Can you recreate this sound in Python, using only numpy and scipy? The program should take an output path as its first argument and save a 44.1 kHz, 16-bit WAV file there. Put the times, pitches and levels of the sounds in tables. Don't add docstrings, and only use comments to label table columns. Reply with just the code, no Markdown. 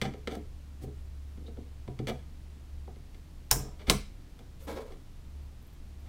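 import sys
import numpy as np
from scipy import signal
from scipy.fft import rfft, irfft
from scipy.io import wavfile

SR = 44100
rng = np.random.default_rng(int(sys.argv[2]) if len(sys.argv) > 2 else 0)


def wav_record(signal):
    frames = np.transpose(np.atleast_2d(signal))
    bounded = np.clip(frames, -1, 1)
    quanta = np.round(bounded * 32767).astype(np.int16)
    wavfile.write(sys.argv[1], SR, quanta)


N = 268128
TIME = np.arange(N) / SR

# time in seconds, level in dB.
HUM_LEVELS = [(0.0, -47), (0.3, -42.5), (0.69, -44.5), (1.05, -43.5), (3.56, -49.5), (3.73, -48.5),
              (4.27, -55.5), (4.64, -46.5), (5.05, -58), (5.37, -44.5), (5.65, -55.5), (6.08, -45)]
# frequency in Hz, relative level in dB.
AIR_TONE = [(40, -5.5), (100, 5.5), (150, 1), (210, -4.5), (290, -6), (430, -14.5), (750, -18), (1500, -23),
            (4000, -26), (8000, -31.5), (12000, -35), (15500, -38.5)]
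RUMBLE_TONE = [(12, -7), (26, 11), (36, 1.5), (52, 1.5), (65, -12.5), (100, -22.5), (200, -69.5)]
# start in seconds, click level in dB, click treble cutoff in Hz,
# thud level in dB, thud centre in Hz, factor on the board's ring time (small when a hand damps it).
KNOCKS = [(0.0143, -24, 6070, -21.5, 690, 0.45), (.02, -27.5, 4000, -28, 219, 0.55),
          (.052, -39, 2490, -39, 700, 1.1), (.072, -48, 2000, -31, 240, 1.1),
          (.137, -45.5, 2000, -36.5, 430, 1.3), (0.2728, -28.5, 2460, -28, 535, 0.85),
          (0.3124, -45, 3200, -40, 520, 1), (0.3188, -42, 3000, -37, 760, .9),
          (.348, -48, 9000, -48, 650, 1), (0.3516, -42.5, 16000, -50, 650, 0.53),
          (.363, -63, 1500, -30.5, 313, 0.92), (0.386, -63, 1500, -49, 283, .8),
          (.836, -54, 16000, -38.5, 334, 0.75), (0.876, -66, 1500, -40, 350, 1.1),
          (1.374, -58, 2000, -41, 290, 0.56), (1.481, -57, 2000, -37, 340, 0.49),
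          (1.5704, -56, 2000, -43, 650, .6), (1.581, -71, 2000, -35, 314, 0.56),
          (1.877, -48, 3500, -41, 930, 1.2), (1.879, -76, 2000, -32.5, 330, 0.62),
          (1.9895, -41, 4000, -40, 850, 1.1), (1.993, -66, 2000, -29.5, 340, 1.15),
          (2.0704, -32, 6950, -25, 394, 0.31), (2.104, -38, 3000, -34, 780, 1.1),
          (2.876, -62, 1200, -35.5, 830, 0.48), (2.959, -57, 1500, -46, 387, 0.68),
          (3.145, -51, 6000, -50, 600, 0.78), (3.558, -45, 1480, -31, 380, 0.65),
          (3.627, -62, 1500, -39.5, 328, 0.9), (3.881, -54.5, 1497, -28, 280, 0.85),
          (3.906, -40.5, 2500, -23.5, 406, 0.71), (4.39, -50, 14000, -46, 600, .6),
          (4.405, -61, 1503, -46, 330, 0.87), (4.921, -50.5, 4000, -47, 483, .7)]
# pitch in Hz, width in Hz, gain in dB.
MODULE_RESONANCES = [(1310, 160, 0), (1730, 110, 1), (2045, 220, 2.5), (2353, 220, 2), (2917, 140, 1.5),
                     (3450, 320, 2), (4600, 500, -3.5), (5720, 600, -5.5), (6300, 900, -9), (7680, 500, -7),
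                     (8500, 2000, -13), (11160, 1100, -12.5), (15000, 3000, -15.5)]
# pitch in Hz, relative level in dB, ring time (seconds to fade by 60 dB).
BOARD_MODES = [(207.3, -4.5, 0.09), (271, -6, 0.08), (316, -8.5, 0.08), (380.6, -6.5, 0.057),
               (419, -8, 0.089), (485, -11.5, 0.091), (576, -11, 0.049), (648, -9.5, 0.036),
               (735, -12, 0.065), (793, -15, .04), (940, -16, 0.034), (1172, -17, 0.016)]
BEND_MODES = [(143, -16.5, 0.2)]
DESK_MODES = [(42.6, -5, 0.59), (85.3, -7, 0.072), (127, -3.5, 0.14), (167.5, -8, 0.17), (203, -8, 0.31)]
# start in seconds, strength in dB, centre pitch in Hz.
THUMPS = [(0.019, -31, 139), (.828, -36, 125), (1.876, -34, 128), (1.9934, -32.5, 126), (2.074, -31, 122),
          (3.51, -30, 45), (3.519, -24.5, 118), (3.56, -33, 75), (3.571, -35.5, 135), (3.626, -44, 125),
          (3.879, -21, 67.4), (3.882, -24.5, 135), (3.8915, -27, 149), (3.904, -31, 185), (3.944, -38, 205)]
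# start and length
# in seconds, levels of grit, creak and hiss in dB, creak centre in Hz, fade of grit and creak over
# the stroke in dB (below zero they grow).
SCRAPES = [(0.024, 0.063, -48, -43.5, -71, 800, 14), (0.293, 0.073, -55, -47.5, -62, 700, 5),
           (0.353, 0.0032, -70, -62, -52, 650, -2), (0.809, 0.05, -82, -50, -58, 332, 15),
           (1.39, 0.14, -82, -59, -85, 395, -2), (2.071, 0.033, -44, -40, -50, 750, -3),
           (3.507, 0.0045, -41.5, -51, -59, 700, -2), (3.533, 0.23, -68, -55, -83, 1300, 16),
           (3.788, 0.05, -59, -55.5, -77.5, 900, 1), (3.866, 0.051, -44, -42, -53, 800, -0.5),
           (6.031, 0.09, -68.5, -65, -81, 1100, -6)]
# frequency in Hz, relative level in dB.
SLIDE_HISS_TONE = [(1500, -0.5), (4000, -2.5), (8500, -1.5), (15000, -6.5)]
# start in seconds, length in seconds, level in dB.
SQUEAKS = [(1.456, 0.031, -62)]
# start in seconds, strength in dB, length in ms, latch (0 far, 1 near).
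SNAPS = [(3.5118, -8.5, 0.87, 0), (3.5131, -11.5, 0.78, 0), (3.5265, -19.5, 0.9, 0),
         (3.8979, -6.5, 0.71, 1), (3.9016, -28.5, 1.5, 1)]
# pitch in Hz, width in Hz, gain in dB.
LATCH_RESONANCES = [
    [(1910, 2300, -14), (3860, 310, -3.5), (5363, 800, 1.5), (7740, 2200, -0.5), (10900, 2760, -4.5),
     (14500, 2300, -8)],
    [(2315, 1100, -7.5), (3850, 1200, 3), (5830, 790, -2), (7800, 1200, -9), (10700, 2235, -20),
     (14000, 2800, -18.5)],
]
# frequency in Hz, relative level in dB.
BUZZ_TONES = [
    [(300, -5), (750, 2.5), (1250, -1.5), (1700, -5), (4200, -6), (5500, 2), (8000, -4), (10000, -8),
     (15500, -5)],
    [(300, 2), (900, 6.5), (1300, 0.5), (2400, -1.5), (5000, -5), (9000, -1.5), (15500, -14)],
]
# pitch in Hz, level in dB relative to the snap's
# strength, ring time in seconds.
LATCH_MODES = [
    [(5400, -36, 0.37), (5830, -37.5, .3), (5814, -38.5, .32), (5920, -40, 0.22), (6323, -40, .26),
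     (7268, -38, .25), (7473, -38, .25), (11585, -45, .2)],
    [(2377, -36, 0.158), (2400, -41, .14), (3097, -35.5, .1), (3460, -33, .13), (3490, -43, .11),
     (3886, -27.5, 0.093), (4601, -36.5, .16), (7850, -31, .11)],
]
# start in seconds, click level in dB,
# click treble cutoff in Hz, thud level in dB, thud centre in Hz.
SEATINGS = [(3.515, -40, 696, -31.5, 1000), (3.899, -22, 2474, -26.5, 520)]
# start, length and swell time in seconds, judder level in dB,
# hiss level in dB, hollow pitch in Hz.
PULLS = [(4.599, 0.057, .008, -62, -61, 520), (4.667, 0.052, 0.016, -40, -55.5, 295),
         (4.722, 0.011, 0.0087, -42.5, -65, 335), (4.741, 0.042, 0.027, -40.5, -68, 438),
         (4.796, 0.023, .014, -45.5, -62.5, 565), (4.849, 0.037, 0.014, -54, -73, 525),
         (4.9, 0.028, 0.0082, -51.5, -76, 370)]
# pitch in Hz, width in Hz, gain in dB.
SLIDE_RESONANCES = [(300, 100, -4.5), (447, 95, -0.5), (584, 90, -8.5), (820, 80, -14.5), (1025, 110, -14),
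                    (1300, 83, -15.5), (1580, 80, -17), (2240, 88, -16), (3380, 190, -20),
                    (4140, 1040, -26.5)]
# start in seconds, length in seconds, level in dB.
BRUSHES = [(4.617, .05, -66), (4.73, .06, -71), (5.421, .025, -77.5), (5.614, 0.024, -71.5),
           (5.662, .022, -71), (5.724, 0.027, -73.5), (5.993, .025, -77)]
# frequency in Hz, ring time in seconds.
ROOM_RING_TIMES = [(100, 0.24), (500, 0.26), (750, 0.21), (2000, 0.39), (3500, 0.38), (7000, 0.3),
                   (14000, 0.22)]
# frequency in Hz, gain in dB.
ROOM_GAINS = [(80, -3), (300, -2), (1000, -3.5), (2000, -9.5), (3500, -15), (7000, -9), (14000, -6.5)]


def from_db(db):
    return 10 ** (np.asarray(db) / 20)


def rms_one(x):
    return x / np.sqrt(np.mean(x ** 2) + 1e-20)


def level_over(x, length, db):
    return x * from_db(db) * np.sqrt(length * SR / (np.sum(x ** 2) + 1e-20))


def at_hz(points, hz):
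    freqs, values = np.transpose(points)
    return np.interp(np.log(np.maximum(hz, 1)), np.log(freqs), values)


def add(out, s, sound):
    start = max(round(s * SR), 0)
    out[start:start + len(sound)] += sound[:N - start]


def noise(tone, size):
    gains = from_db(at_hz(tone, np.fft.rfftfreq(size, 1 / SR)))
    return rms_one(irfft(rfft(rng.standard_normal(size)) * gains, size))


def low_pass(x, hz, order=2):
    return signal.sosfilt(signal.butter(order, min(hz, .45 * SR), fs=SR, output="sos"), x)


def resonate(x, resonances):
    out = 0
    for k, (hz, width, db) in enumerate(resonances):
        r = np.exp(-np.pi * width / SR)
        poles = [1, -2 * r * np.cos(2 * np.pi * hz / SR), r * r]
        ringing = (1 - r * r) / 2 * signal.lfilter([1, 0, -1], poles, x + 1e-18)
        out = out + (-1) ** k * from_db(db) * ringing
    return out


def strike(modes):
    hz, db, ring_s = np.transpose(modes)[:, :, None]
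    t = TIME[:SR // 3]
    signs = (-1) ** np.arange(len(modes))[:, None]
    strength = from_db(db + 2 * rng.standard_normal(db.shape))
    fade = from_db(-60 * t / ring_s)
    return np.sum(signs * strength * fade * np.sin(2 * np.pi * hz * t), axis=0)


def touched(modes, centre_hz, focus_db_per_octave, ring=1):
    hz, db, ring_s = np.transpose(modes)
    weighted_db = db - focus_db_per_octave * np.abs(np.log2(hz / centre_hz))
    make_up_gain = np.linalg.norm(from_db(db)) / np.linalg.norm(from_db(weighted_db))
    return make_up_gain / np.sqrt(ring) * strike(np.transpose([hz, weighted_db, ring_s * ring]))


def detuned(modes, spread):
    return [(hz * np.exp(spread * rng.uniform(-1, 1)), *rest) for hz, *rest in modes]


def chatter(length, count=7, bounce=0.628):
    size = SR // 4
    hz, spectrum = np.fft.rfftfreq(size, 1 / SR), 1
    gaps = np.linspace(1, 4, count) * rng.uniform(.8, 1.2, count)
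    for lag in np.ceil(gaps / gaps.sum() * length * SR):
        delay = np.exp(-2j * np.pi * hz * lag / SR)
        spectrum = spectrum * (delay - bounce) / (1 - bounce * delay)
    return irfft(spectrum, size)


def hum(pitch_hz=70.8, waver_hz=0.59, flutter_db=2.0):
    slow_changes = [(1, 0), (3, -3), (8, -30), (30, -90)]
    pitch_drift, level_drift = noise(slow_changes, N), noise(slow_changes, N)
    phase = 2 * np.pi * np.cumsum(pitch_hz + waver_hz * pitch_drift) / SR
    level_db = np.interp(TIME, *np.transpose(HUM_LEVELS)) + flutter_db * level_drift
    return from_db(level_db) * np.sqrt(2) * np.sin(phase)


def room_noise(air_db=-54.5, rumble_db=-49.0):
    return from_db(air_db) * noise(AIR_TONE, N) + from_db(rumble_db) * noise(RUMBLE_TONE, N)


def click(db, bright_hz, contact_s=0.0011, rattle_db=-3, rattle_s=0.01):
    t = TIME[:SR // 4]
    rattle = rng.standard_normal(len(t)) * np.exp(-t / rattle_s)
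    contact = chatter(contact_s) + from_db(rattle_db) * rattle / np.linalg.norm(rattle)
    ringing = resonate(contact, detuned(MODULE_RESONANCES, spread=.015))
    return level_over(low_pass(ringing, bright_hz, order=1), contact_s, db)


def board(centre_hz, ring=1):
    return touched(detuned(BOARD_MODES, spread=0.043), centre_hz, focus_db_per_octave=8, ring=ring)


def thud(db, centre_hz, ring, settle_s=.0004):
    push = chatter(settle_s)
    ringing = board(centre_hz, ring) + strike(BEND_MODES)
    return from_db(db) * signal.fftconvolve(push, ringing)[:SR // 4]


def knocks(rebound_s=0.0038, rebound_db=-6.5):
    out = np.zeros(N)
    for s, click_db, bright_hz, thud_db, centre_hz, ring in KNOCKS:
        add(out, s, click(click_db, bright_hz) + thud(thud_db, centre_hz, ring))
        add(out, s + rebound_s, click(click_db + rebound_db, bright_hz))
    return out


def thumps(cushion_hz=260):
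    out = np.zeros(N)
    for s, db, centre_hz in THUMPS:
        boom = touched(DESK_MODES, centre_hz, focus_db_per_octave=25)
        add(out, s, from_db(db) * low_pass(boom, cushion_hz))
    return out


def friction(length, slips_per_s, spread_db):
    t = TIME[:SR // 4]
    slips = (rng.random(len(t)) < slips_per_s / SR) * rng.choice([-1, 1], len(t))
    sizes = from_db(spread_db * rng.standard_normal(len(t)))
    stroke = np.sqrt(np.abs(np.sin(np.pi * np.minimum(t / length, 1))))
    return slips * sizes * stroke


def scrapes(bright_hz=4570):
    out, hiss_level = np.zeros(N), np.zeros(N)
    for s, length, grit_db, creak_db, hiss_db, centre_hz, fade_db in SCRAPES:
        progress = np.minimum(TIME[:SR // 4] / length, 1)
        slips = friction(length, slips_per_s=3700, spread_db=6.0) * from_db(-fade_db * progress)
        grit = resonate(slips, detuned(MODULE_RESONANCES, spread=.02))
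        creak = signal.fftconvolve(slips, board(centre_hz))
        add(out, s, level_over(low_pass(grit, bright_hz, order=1), length, grit_db))
        add(out, s, level_over(creak, length, creak_db))
        add(hiss_level, s, from_db(hiss_db) * np.sin(np.pi * progress))
    return out + hiss_level * noise(SLIDE_HISS_TONE, N)


def squeaks(pitch_hz=3740, width_hz=290):
    out = np.zeros(N)
    for s, length, db in SQUEAKS:
        slips = friction(length, slips_per_s=1500, spread_db=3)
        add(out, s, level_over(resonate(slips, [(pitch_hz, width_hz, 0)]), length, db))
    return out


def skid(start_s=2.0775, gap_s=.004, count=6):
    out = np.zeros(N)
    gaps = gap_s * rng.uniform(.8, 1.2, count)
    for s in start_s + np.cumsum(gaps) - gaps[0]:
        add(out, s, click(db=-40.5, bright_hz=7000) + thud(db=-32, centre_hz=664, ring=0.75))
    return out


def whine(start_s=3.08, pitch_hz=13360, width_hz=80, db=-84.5, fade_db_per_s=3):
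    since = TIME - start_s
    level = (since > 0) * from_db(db - fade_db_per_s * since)
    return level * rms_one(resonate(rng.standard_normal(N), [(pitch_hz, width_hz, 0)]))


def snaps(crack_db=-2.5, buzz_db=-4, buzz_s=0.0084):
    out, t = np.zeros(N), TIME[:SR // 4]
    for s, db, length_ms, latch in SNAPS:
        length = length_ms / 1000
        crack = resonate(chatter(length), LATCH_RESONANCES[latch])
        buzz = noise(BUZZ_TONES[latch], len(t)) * np.exp(-t / buzz_s)
        add(out, s, level_over(crack, length, db + crack_db))
        add(out, s + length, level_over(buzz, length, db + buzz_db))
        add(out, s, from_db(db) * strike(LATCH_MODES[latch]))
    return out


def springs(count=60, low_hz=5200, high_hz=8460, db=-46.5, ring_s=0.41):
    out, t = np.zeros(N), TIME[:SR // 2]
    hz = rng.uniform(low_hz, high_hz, (count, 1))
    tones = rng.standard_normal((count, 1)) * np.sin(2 * np.pi * hz * t)
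    add(out, SNAPS[0][0], rms_one(tones.sum(axis=0)) * from_db(db - 60 * t / ring_s))
    return out


def seatings(bounce_s=.0105, bounce_db=-4):
    out = np.zeros(N)
    for s, click_db, bright_hz, thud_db, centre_hz in SEATINGS:
        for start, change_db in (s, 0), (s + bounce_s, bounce_db):
            add(out, start, click(click_db + change_db, bright_hz))
            add(out, start, thud(thud_db + change_db, centre_hz, ring=.7))
    return out


def drags(slips_per_s=6000, sag_db_per_s=43, judder_fade_s=0.019, hiss_fade_s=.012,
          hollow_width_hz=70, hollow_db=6, lowest_hz=235):
    out, hiss_level, t = np.zeros(N), np.zeros(N), TIME[:SR // 4]
    bass_cut = signal.butter(2, lowest_hz, "high", fs=SR, output="sos")
    for s, length, swell_s, judder_db, hiss_db, hollow_hz in PULLS:
        pull = np.minimum(t / swell_s, 1) * from_db(-sag_db_per_s * t)
        since_stop = np.maximum(t - length, 0)
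        slips = (rng.random((2, len(t))) < slips_per_s / SR) * rng.standard_normal((2, len(t)))
        edge, corner = slips * pull * np.exp(-since_stop / judder_fade_s)
        hollow = resonate(corner, [(hollow_hz, hollow_width_hz, hollow_db)])
        judder = signal.sosfilt(bass_cut, resonate(edge, SLIDE_RESONANCES) + hollow)
        add(out, s, level_over(judder, length, judder_db))
        add(hiss_level, s, from_db(hiss_db) * pull * np.exp(-since_stop / hiss_fade_s))
    return out + hiss_level * noise(SLIDE_HISS_TONE, N)


def brushes(pitch_hz=13400, width_hz=2100):
    out = np.zeros(N)
    for s, length, db in BRUSHES:
        slips = friction(length, slips_per_s=2000, spread_db=4)
        add(out, s, level_over(resonate(slips, [(pitch_hz, width_hz, 0)]), length, db))
    return out


def room_echoes(x, build_s=0.003):
    t = TIME[:SR // 2]
    edges_hz = np.geomspace(60, 17000, 16)
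    tail = 0
    for low, high in zip(edges_hz, edges_hz[1:]):
        hz = np.sqrt(low * high)
        band_pass = signal.butter(2, [low, high], "band", fs=SR, output="sos")
        band = signal.sosfilt(band_pass, rng.standard_normal(len(t)))
        band *= from_db(-60 * t / at_hz(ROOM_RING_TIMES, hz)) * (1 - np.exp(-t / build_s))
        band *= np.sqrt((high - low) / (SR / 2) / np.sum(band ** 2))
        tail = tail + from_db(at_hz(ROOM_GAINS, hz)) * band
    return signal.fftconvolve(x, tail)[:N]


def scene():
    handling = knocks() + skid() + seatings() + snaps() + thumps() + springs()
    handling += scrapes() + squeaks() + drags() + brushes()
    background = hum() + whine() + room_noise()
    return (handling + room_echoes(handling) + background)[None]


def record(dry, cutoff_hz=15700):
    return signal.sosfilt(signal.ellip(10, .1, 80, cutoff_hz, fs=SR, output="sos"), dry)


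dry = scene()
out = record(dry)
wav_record(out)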